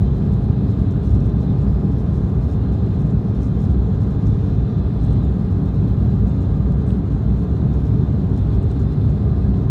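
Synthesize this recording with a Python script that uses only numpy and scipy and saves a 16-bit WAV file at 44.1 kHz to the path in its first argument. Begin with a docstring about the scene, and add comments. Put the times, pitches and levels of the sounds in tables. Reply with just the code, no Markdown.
"""A deep, booming roar fills an airliner cabin at takeoff power, at a window seat behind the wing.
Exhaust and wheels rumble through the fuselage, the boom swelling now and then; the engines
lay steady tones and bands of whine on top. Close by, loose trim buzzes in short fits at the rate of
the fan shaft, a plastic fitting clicks once and a metal catch pings. Behind it all, air hisses and
whistles thinly."""
import sys
import numpy as np
from scipy import signal
from scipy.fft import rfft, irfft, next_fast_len
from scipy.io import wavfile
from scipy.ndimage import uniform_filter1d

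SR = 44100
rng = np.random.default_rng(int(sys.argv[2]) if len(sys.argv) > 2 else 0)


def persist_wave(psi):
    """Save psi, clipped to +-1, as 16-bit WAV."""
    counts = np.round(np.clip(psi, -1, 1) * 32767).astype(np.int16)
    wavfile.write(sys.argv[1], SR, np.atleast_2d(counts).T)


N = 427769
TIME = np.arange(N) / SR
SIZE = next_fast_len(N, real=True)
FREQS = np.maximum(np.arange(SIZE // 2 + 1) * SR / SIZE, 1)

# bed of exhaust and wheel roar through the wall: f/Hz, density/(dB per Hz)
ROAR_SPECTRUM = [(20, -67.5), (30, -76.5), (48, -47.5), (100, -38), (200, -46.5), (320, -57), (440, -59.5),
                 (510, -66.5), (720, -68.5), (830, -73.5), (1350, -79.5), (1900, -88.5), (2300, -98.5),
                 (5000, -126.4), (8000, -150)]
# low resonances of the cabin: f/Hz, width/Hz, density before swells/(dB per Hz)
CABIN_MODES = [(62.3, 18.6, -35), (105.24, 13.3, -36), (143.3, 22, -39.5), (191.9, 32.3, -41),
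               (255, 23, -50.5), (283.3, 23, -50), (387.7, 50, -55.5), (434.6, 29, -59.5)]
# swells of the low rumble: t/s, swell of the lowest resonance/dB, swell of the next two/dB
BOOM_SWELLS = [(0.40, 0, 3.5), (1.12, 6, 3.5), (1.75, 5.5, 2.5), (2.33, 5, -4), (3.05, -1, 4.5),
               (3.72, 6.5, 0.5), (4.27, 0.5, 3), (4.55, 3.5, 3), (5.13, 6.5, 3.5), (5.85, 2.5, 0.5),
               (6.17, 3.5, 2.5), (6.68, 5, -3), (7.35, 5.5, 0), (7.78, 4.5, 2.5), (8.53, 9, 1),
               (8.88, 6, 1), (9.08, 3, 5), (9.45, 6, -2)]
# gain ride on the drone near 190 Hz: t/s, gain/dB
DRONE_RIDE = [(0, 3), (2.1, 0.5), (2.55, -1), (3.03, 4), (3.4, -2.5), (4.0, 0), (5.1, -3), (5.8, 1.5),
              (6.3, 3.5), (6.6, -0.5), (7.05, 2), (7.8, -1.5), (8.17, 2), (8.5, -5.5), (9.45, 3), (9.7, -3)]
# narrow bands of turbine whine: f/Hz, width/Hz, density before swells/(dB per Hz)
WHINE_BANDS = [(1043, 38, -73), (1215, 24, -73.5), (1622, 34, -79.3), (2088, 40, -87), (2250, 25, -95.5),
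               (2455, 200, -93), (2577, 48, -87.5), (2823, 70, -89.7), (3028, 30, -96), (3133, 66, -88.5),
               (3200, 35, -95), (3316, 42, -89), (3430, 75, -90), (3540, 45, -92.5), (3596, 38, -83.8),
               (3665, 50, -89.8), (3738, 40, -92.5), (3815, 45, -93.5), (3888, 62, -89.5),
               (3985, 62, -89.2), (4063, 26, -89.5), (4125, 78, -88.7), (4237, 40, -93), (4570, 110, -101),
               (4760, 45, -101.5), (4860, 60, -99)]
# gain ride on the upper whine, scaled for each band by its depth: t/s, gain/dB
WHINE_RIDE = [(0, 1), (1.1, 0.8), (1.6, 1), (1.85, -3.5), (2.45, -2.5), (2.7, 2), (2.9, .7), (3.15, -4),
              (3.45, 0.5), (4.0, -0.5), (4.6, 1.5), (4.92, 1), (5.12, 5), (5.4, -2.5), (5.7, 0), (6.55, -1),
              (7.1, -4.5), (7.55, -0.5), (7.9, -2), (9.0, 1.3), (9.7, -1)]
# how deeply a band follows that ride: f/Hz, depth/factor
WHINE_RIDE_DEPTH = [(2400, .35), (3100, .7), (3700, 1.15)]
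# tones of rotating machinery: f/Hz, centre level/dB rms, pitch wander/Hz
MACHINE_TONES = [(277, -46, .5), (1197, -62.5, 6), (2132, -77, 4), (2391, -76.2, 2), (4346, -80.5, 6),
                 (5060, -81, 6)]
# the tone at ten times the shaft rate: t/s, centre level/dB rms
SHAFT_TONE_LEVEL = [(0, -54), (0.32, -49.5), (0.6, -57.5), (1.0, -55), (1.4, -54.5), (2.0, -54),
                    (2.55, -52.5), (3.0, -55), (4.3, -56), (4.65, -69), (5.0, -51.5), (5.6, -54),
                    (6.3, -58.5), (6.9, -53), (7.8, -62), (8.2, -56), (9.35, -58), (9.6, -54)]
# ring of the plastic trim: f/Hz, width/Hz, relative level/dB
TRIM_MODES = [(3620, 740, 0), (5350, 850, 0.8), (6100, 850, -1.8), (6950, 700, 0.3), (8150, 750, -2.2),
              (9300, 1400, -8.5), (10950, 750, -10), (12500, 2200, -17), (14800, 2500, -21)]
# ticks and fits of the trim: t/s and level/dB of the hardest touch, touches before, touches after
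BUZZ_FITS = [(0.169, -58, 0, 1), (0.252, -58, 0, 1), (0.338, -55, 1, 1), (0.715, -56, 1, 0),
             (0.794, -57, 0, 1), (0.910, -53, 0, 1), (1.071, -54, 3, 0), (1.107, -52, 1, 1),
             (1.149, -52.5, 0, 1), (1.205, -55, 0, 0), (1.269, -54, 1, 0), (1.296, -54, 0, 0),
             (1.406, -54, 0, 2), (1.617, -58, 0, 1), (1.932, -56, 1, 0), (1.987, -55, 0, 2),
             (2.157, -53, 2, 2), (2.284, -57.5, 0, 1), (2.513, -52, 2, 0), (2.525, -52, 0, 1),
             (2.725, -54.5, 0, 1), (2.863, -57.5, 0, 0), (2.993, -55, 0, 2), (3.059, -57, 0, 1),
             (3.108, -56, 1, 1), (3.350, -56, 0, 0), (3.432, -47.5, 2, 4), (3.617, -52.5, 2, 0),
             (3.641, -51.5, 1, 1), (3.702, -54, 0, 2), (4.008, -54.5, 0, 1), (4.035, -55.5, 0, 0),
             (4.108, -57, 0, 1), (4.270, -49.5, 1, 1), (4.444, -56.5, 0, 0), (5.050, -51.5, 3, 1),
             (5.107, -54.5, 0, 2), (5.239, -56, 1, 1), (5.515, -56.5, 0, 1), (5.657, -57.5, 0, 1),
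             (5.757, -57.5, 1, 0), (5.882, -57.5, 0, 0), (6.296, -53.5, 2, 0), (6.420, -56, 1, 1),
             (6.722, -55, 0, 0), (6.892, -55.5, 2, 0), (7.384, -57.5, 1, 1), (7.738, -53.5, 0, 1),
             (7.881, -54, 2, 0), (8.340, -55.5, 0, 0), (8.365, -54, 0, 0), (8.377, -50, 0, 1),
             (8.547, -53, 0, 1), (8.630, -53, 0, 1), (8.715, -52, 2, 0), (8.796, -51.5, 0, 0),
             (8.804, -53.5, 0, 2), (8.923, -56.5, 0, 1), (9.112, -55, 1, 0)]
# snap of the fitting: t/s, peak level/dB
CLICKS = [(6.906, -35)]
# ring of the fitting: f/Hz, width/Hz, relative level/dB
FITTING_MODES = [(2650, 650, -4), (3500, 950, 0), (7600, 2500, -19), (9700, 900, -19), (12000, 1000, -21),
                 (14000, 1800, -25)]
# pings of the catch: t/s, peak level/dB
PINGS = [(5.106, -57), (5.131, -59), (6.866, -55.5), (6.878, -55.5), (6.890, -53.5), (6.915, -55),
         (8.713, -58)]
# colour of the air hiss: f/Hz, density before gain/(dB per Hz)
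HISS_SPECTRUM = [(1000, -101.5), (2300, -99.3), (3000, -97.5), (4100, -94.5), (4700, -101), (6400, -104.6),
                 (7000, -104), (7600, -110.3), (9300, -109.8), (10500, -117.8), (11500, -115),
                 (13500, -120), (16000, -121.5)]
# thin air whistle that fades and returns: t/s, f/Hz, level before flutter/dB rms
UPPER_WHISTLE = [(0, 14780, -86), (0.9, 14570, -82.5), (1.5, 14600, -90), (1.85, 14550, -79),
                 (2.5, 14540, -77.5), (3.1, 14490, -80.5), (4.2, 14360, -84), (4.45, 14470, -90.5),
                 (5.15, 14350, -89.5), (5.35, 14360, -79.5), (5.9, 14560, -76), (6.6, 14400, -79.5),
                 (7.21, 14550, -88), (7.27, 14480, -77.5), (7.6, 14400, -84), (7.9, 14400, -78.5),
                 (8.3, 14400, -81.5), (8.55, 14470, -88), (8.85, 14570, -80), (9.7, 14810, -84)]
# second whistle under it, early and late: t/s, level before flutter/dB rms
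LOWER_WHISTLE = [(0, -81), (0.8, -84), (1.3, -92), (1.7, -105), (8.5, -105), (8.8, -82), (9.7, -83.5)]

SHAFT_HZ = 80.85
FRINGE_DB = -56.3  # trim touches at the edge of a fit; also the ceiling of the chatter


def roar(swell_half_width_s=.11):
    """Exhaust and wheels stir the cabin's modes: the lowest three swell now and then, the fourth drones."""
    boom, thud, knock, drone = (compress(ringing_noise([mode])) for mode in CABIN_MODES[:4])
    boom_db = thud_db = 0
    for s, lowest_db, next_db in BOOM_SWELLS:
        swell = np.exp(-((TIME - s) / swell_half_width_s) ** 2)
        boom_db += swell * lowest_db
        thud_db += swell * next_db
    rumble = from_db(boom_db) * boom + from_db(thud_db) * (thud + knock)
    drone_db, = automation(DRONE_RIDE)
    bed = noise(eq_curve(ROAR_SPECTRUM)) + ringing_noise(CABIN_MODES[4:])
    return rumble + from_db(drone_db) * drone + bed


def turbine_whine(sway_db, split_hz=2200):
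    """The turbines' low bands hold steady; the upper ones swell together, each with a sway of its own."""
    ride_db, = automation(WHINE_RIDE)
    whine = ringing_noise([band for band in WHINE_BANDS if band[0] <= split_hz])
    for hz, width, db in WHINE_BANDS:
        if hz > split_hz:
            depth = np.interp(hz, *np.transpose(WHINE_RIDE_DEPTH))
            gain = from_db(depth * ride_db + sway_db * drift(5.5))
            whine += gain * ringing_noise([(hz, width, db)])
    return whine


def machine_tones(waver_db, shaft_waver_db):
    """Rotating parts sing near-pure, wavering tones; the shaft tone fades and returns."""
    steady = sum(tone(hz, db + waver_db * drift(6.4), wander) for hz, db, wander in MACHINE_TONES)
    shaft_db, = automation(SHAFT_TONE_LEVEL)
    return steady + tone(10 * SHAFT_HZ, shaft_db + shaft_waver_db * drift(7), wander_hz=0.54)


def trim_buzz(uneven_db, restless_db, chatter_db=-69.5, decay_s=.0023):
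    """Loose trim touches once per shaft turn: a faint chatter throughout, a hard buzz in each fit."""
    turns = np.arange(0, N / SR, 1 / SHAFT_HZ)
    unrest_db = restless_db * np.interp(turns, TIME, drift(16))
    unrest_db += uneven_db * rng.standard_normal(len(turns))
    jitter_s = rng.normal(0, .001, len(turns))
    chatter = contacts(turns + jitter_s, np.minimum(chatter_db + unrest_db, FRINGE_DB), decay_s)
    fits = list(BUZZ_FITS) + weak_fits(turns)
    times, levels_db = np.vstack([fit_touches(*fit) for fit in fits]).T
    buzz = contacts(times - decay_s / 2, levels_db, decay_s)
    return struck(np.maximum(chatter, buzz), TRIM_MODES)


def weak_fits(turns, per_s=1.0, level_db=-62.5, spread_db=3):
    """Any shaft turn may set off a faint double touch; rows as in BUZZ_FITS."""
    chosen = rng.random(len(turns)) < per_s / SHAFT_HZ
    levels_db = level_db + spread_db * rng.standard_normal(len(turns))
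    return [(s, db, 0, 1) for s, db in zip(turns[chosen], levels_db[chosen])]


def fit_touches(s, db, before, after):
    """One touch per shaft turn, softer to either side of the hardest; rows of t/s, level/dB."""
    turns = np.arange(-before, after + 1)
    reach = np.where(turns < 0, before, after) + 1
    taper_db = min(FRINGE_DB - db, -1) * np.sqrt(np.abs(turns) / reach)
    return np.column_stack([s + turns / SHAFT_HZ, db + taper_db])


def fitting_click(scrape_db=-14):
    """A dry snap of hard plastic rings all the fitting's modes at once, then settles with a scrape."""
    modes = [from_db(db) * resonance(hz, width) for hz, width, db in FITTING_MODES]
    snap = irfft(sum((-1) ** k * mode for k, mode in enumerate(modes)), SIZE)[:N]
    snap /= np.abs(snap).max()
    times, levels_db = np.transpose(CLICKS)
    scrape = struck(contacts(times, levels_db + scrape_db, decay_s=.002), FITTING_MODES)
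    return scrape + sum(from_db(db) * np.roll(snap, round(s * SR)) for s, db in CLICKS)


def catch_pings(ring_hz=8100):
    """A small metal catch is shaken now and then and rings at one high pitch."""
    times, levels_db = np.transpose(PINGS)
    return contacts(times, levels_db, decay_s=.003) * np.sin(2 * np.pi * ring_hz * TIME)


def air_whistles(wander_hz, gap_hz=510, flutter_db=2.8):
    """A thin, fluttering air whistle, shadowed at times by a lower one."""
    pitch_hz, upper_db = automation(UPPER_WHISTLE)
    lower_db, = automation(LOWER_WHISTLE)
    pitch_hz += wander_hz * drift(8)
    upper = from_db(upper_db) * whistle(pitch_hz)
    lower = from_db(lower_db) * whistle(pitch_hz - gap_hz)
    flutter = from_db(flutter_db * (drift(28) - .5))
    return flutter * (upper + lower)


def whistle(pitch_hz, half_width_hz=115):
    """A narrow band of turbulence that follows a pitch."""
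    band = 1 / (1 + (FREQS / half_width_hz) ** 2)
    phase = 2 * np.pi * np.cumsum(pitch_hz) / SR
    return unit_rms(noise(band) * np.cos(phase) + noise(band) * np.sin(phase))


def air_hiss(gain_db, flicker_db, shimmer_db=1.7):
    """Cabin air hisses with a soft flicker; its treble bands drift apart in level, shifting the colour."""
    gain = from_db(gain_db + flicker_db * drift(24))
    spectrum = rfft(rng.standard_normal(SIZE)) * eq_curve(HISS_SPECTRUM) * np.sqrt(SR / 2)
    centres_hz = np.linspace(4500, 14000, 25)
    hiss = np.zeros(N)
    for k, solo in enumerate(np.eye(len(centres_hz))):
        band = irfft(spectrum * np.interp(FREQS, centres_hz, solo), SIZE)[:N]
        depth_db = shimmer_db if k > 0 else 0
        hiss += from_db(depth_db * drift(3)) * band
    return gain * hiss


def contacts(times, levels_db, decay_s):
    """Force of brief touches with an instant attack and an exponential decay."""
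    hits = np.zeros(N)
    onsets = np.round(np.asarray(times) * SR).astype(int)
    hits[np.clip(onsets, 0, N - 1)] = from_db(levels_db)
    return signal.lfilter([1], [1, -np.exp(-1 / (decay_s * SR))], hits + 1e-18)


def struck(force, modes, tail_s=.008, tail_db=-7.5):
    """Rough contacts excite each mode; nearby walls smear some of their power into a short tail."""
    feedback = np.exp(-1 / (tail_s * SR))
    tail_power = signal.lfilter([1 - feedback], [1, -feedback], (from_db(tail_db) * force) ** 2)
    envelope = np.sqrt(force ** 2 + tail_power)
    responses = [from_db(db) * resonance(hz, width) for hz, width, db in modes]
    power = sum(np.mean(np.abs(r) ** 2) for r in responses)
    spectrum = sum(rfft(envelope * rng.standard_normal(N), SIZE) * r for r in responses)
    return irfft(spectrum, SIZE)[:N] / np.sqrt(power)


def ringing_noise(modes):
    """Resonances, each stirred by turbulence of its own."""
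    return sum(noise(from_db(db) * resonance(hz, width)) for hz, width, db in modes)


def compress(x, window_s=.22, amount=.6):
    """Iron out part of the slow level swings, keeping the overall level."""
    power = uniform_filter1d(x ** 2, round(window_s * SR))
    return np.std(x) * unit_rms(x / power ** (amount / 2))


def tone(hz, db, wander_hz):
    """A sine that wanders a little in pitch."""
    phase = 2 * np.pi * np.cumsum(hz + wander_hz * drift(4)) / SR
    return np.sqrt(2) * from_db(db) * np.sin(phase)


def noise(response):
    """Noise whose amplitude per root hertz follows the response."""
    return irfft(rfft(rng.standard_normal(SIZE)) * response, SIZE)[:N] * np.sqrt(SR / 2)


def resonance(hz, width_hz):
    """Causal response of a steep-sided resonance, unity gain at the peak."""
    return 1 / (1 + 1j * (FREQS ** 2 - hz ** 2) / (FREQS * width_hz)) ** 2


def drift(rate_hz):
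    """Smooth random modulation at unit rms."""
    grid = TIME[::50]
    hz = np.fft.rfftfreq(len(grid), grid[1])
    spectrum = rfft(rng.standard_normal(len(grid))) / (1 + (hz / rate_hz) ** 2) ** 2
    return np.interp(TIME, grid, unit_rms(irfft(spectrum, len(grid))))


def eq_curve(points):
    """Gain at every frequency from breakpoints of f/Hz, level/dB."""
    hz, db = np.transpose(points)
    return from_db(np.interp(np.log(FREQS), np.log(hz), db))


def automation(rows):
    """Straight ramps between breakpoints, one lane for each column after t/s."""
    times, *lanes = np.transpose(rows)
    return [np.interp(TIME, times, lane) for lane in lanes]


def from_db(db):
    """Decibels to gain."""
    return 10 ** (np.asarray(db) / 20)


def unit_rms(x):
    """Scale to unit power."""
    return x / np.sqrt(np.mean(x ** 2) + 1e-30)


def scene():
    """The mono mix: engines and wheels at steady power, a thin layer of air, rattles close by."""
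    engines = roar() + turbine_whine(sway_db=1.6) + machine_tones(waver_db=3.0, shaft_waver_db=2.5)
    air = air_whistles(wander_hz=25) + air_hiss(gain_db=-0.5, flicker_db=1.2)
    rattles = trim_buzz(uneven_db=3.0, restless_db=-0.5) + fitting_click() + catch_pings()
    return (engines + air + rattles)[None]


def record(dry, low_cut_hz=27, high_cut_hz=15760):
    """The microphone sheds the deepest rumble; the top is cut steeply."""
    low_cut = signal.butter(2, low_cut_hz, "high", fs=SR, output="sos")
    high_cut = signal.ellip(12, .1, 80, high_cut_hz, fs=SR, output="sos")
    return signal.sosfilt(high_cut, signal.sosfilt(low_cut, dry))


dry = scene()
out = record(dry)
persist_wave(out)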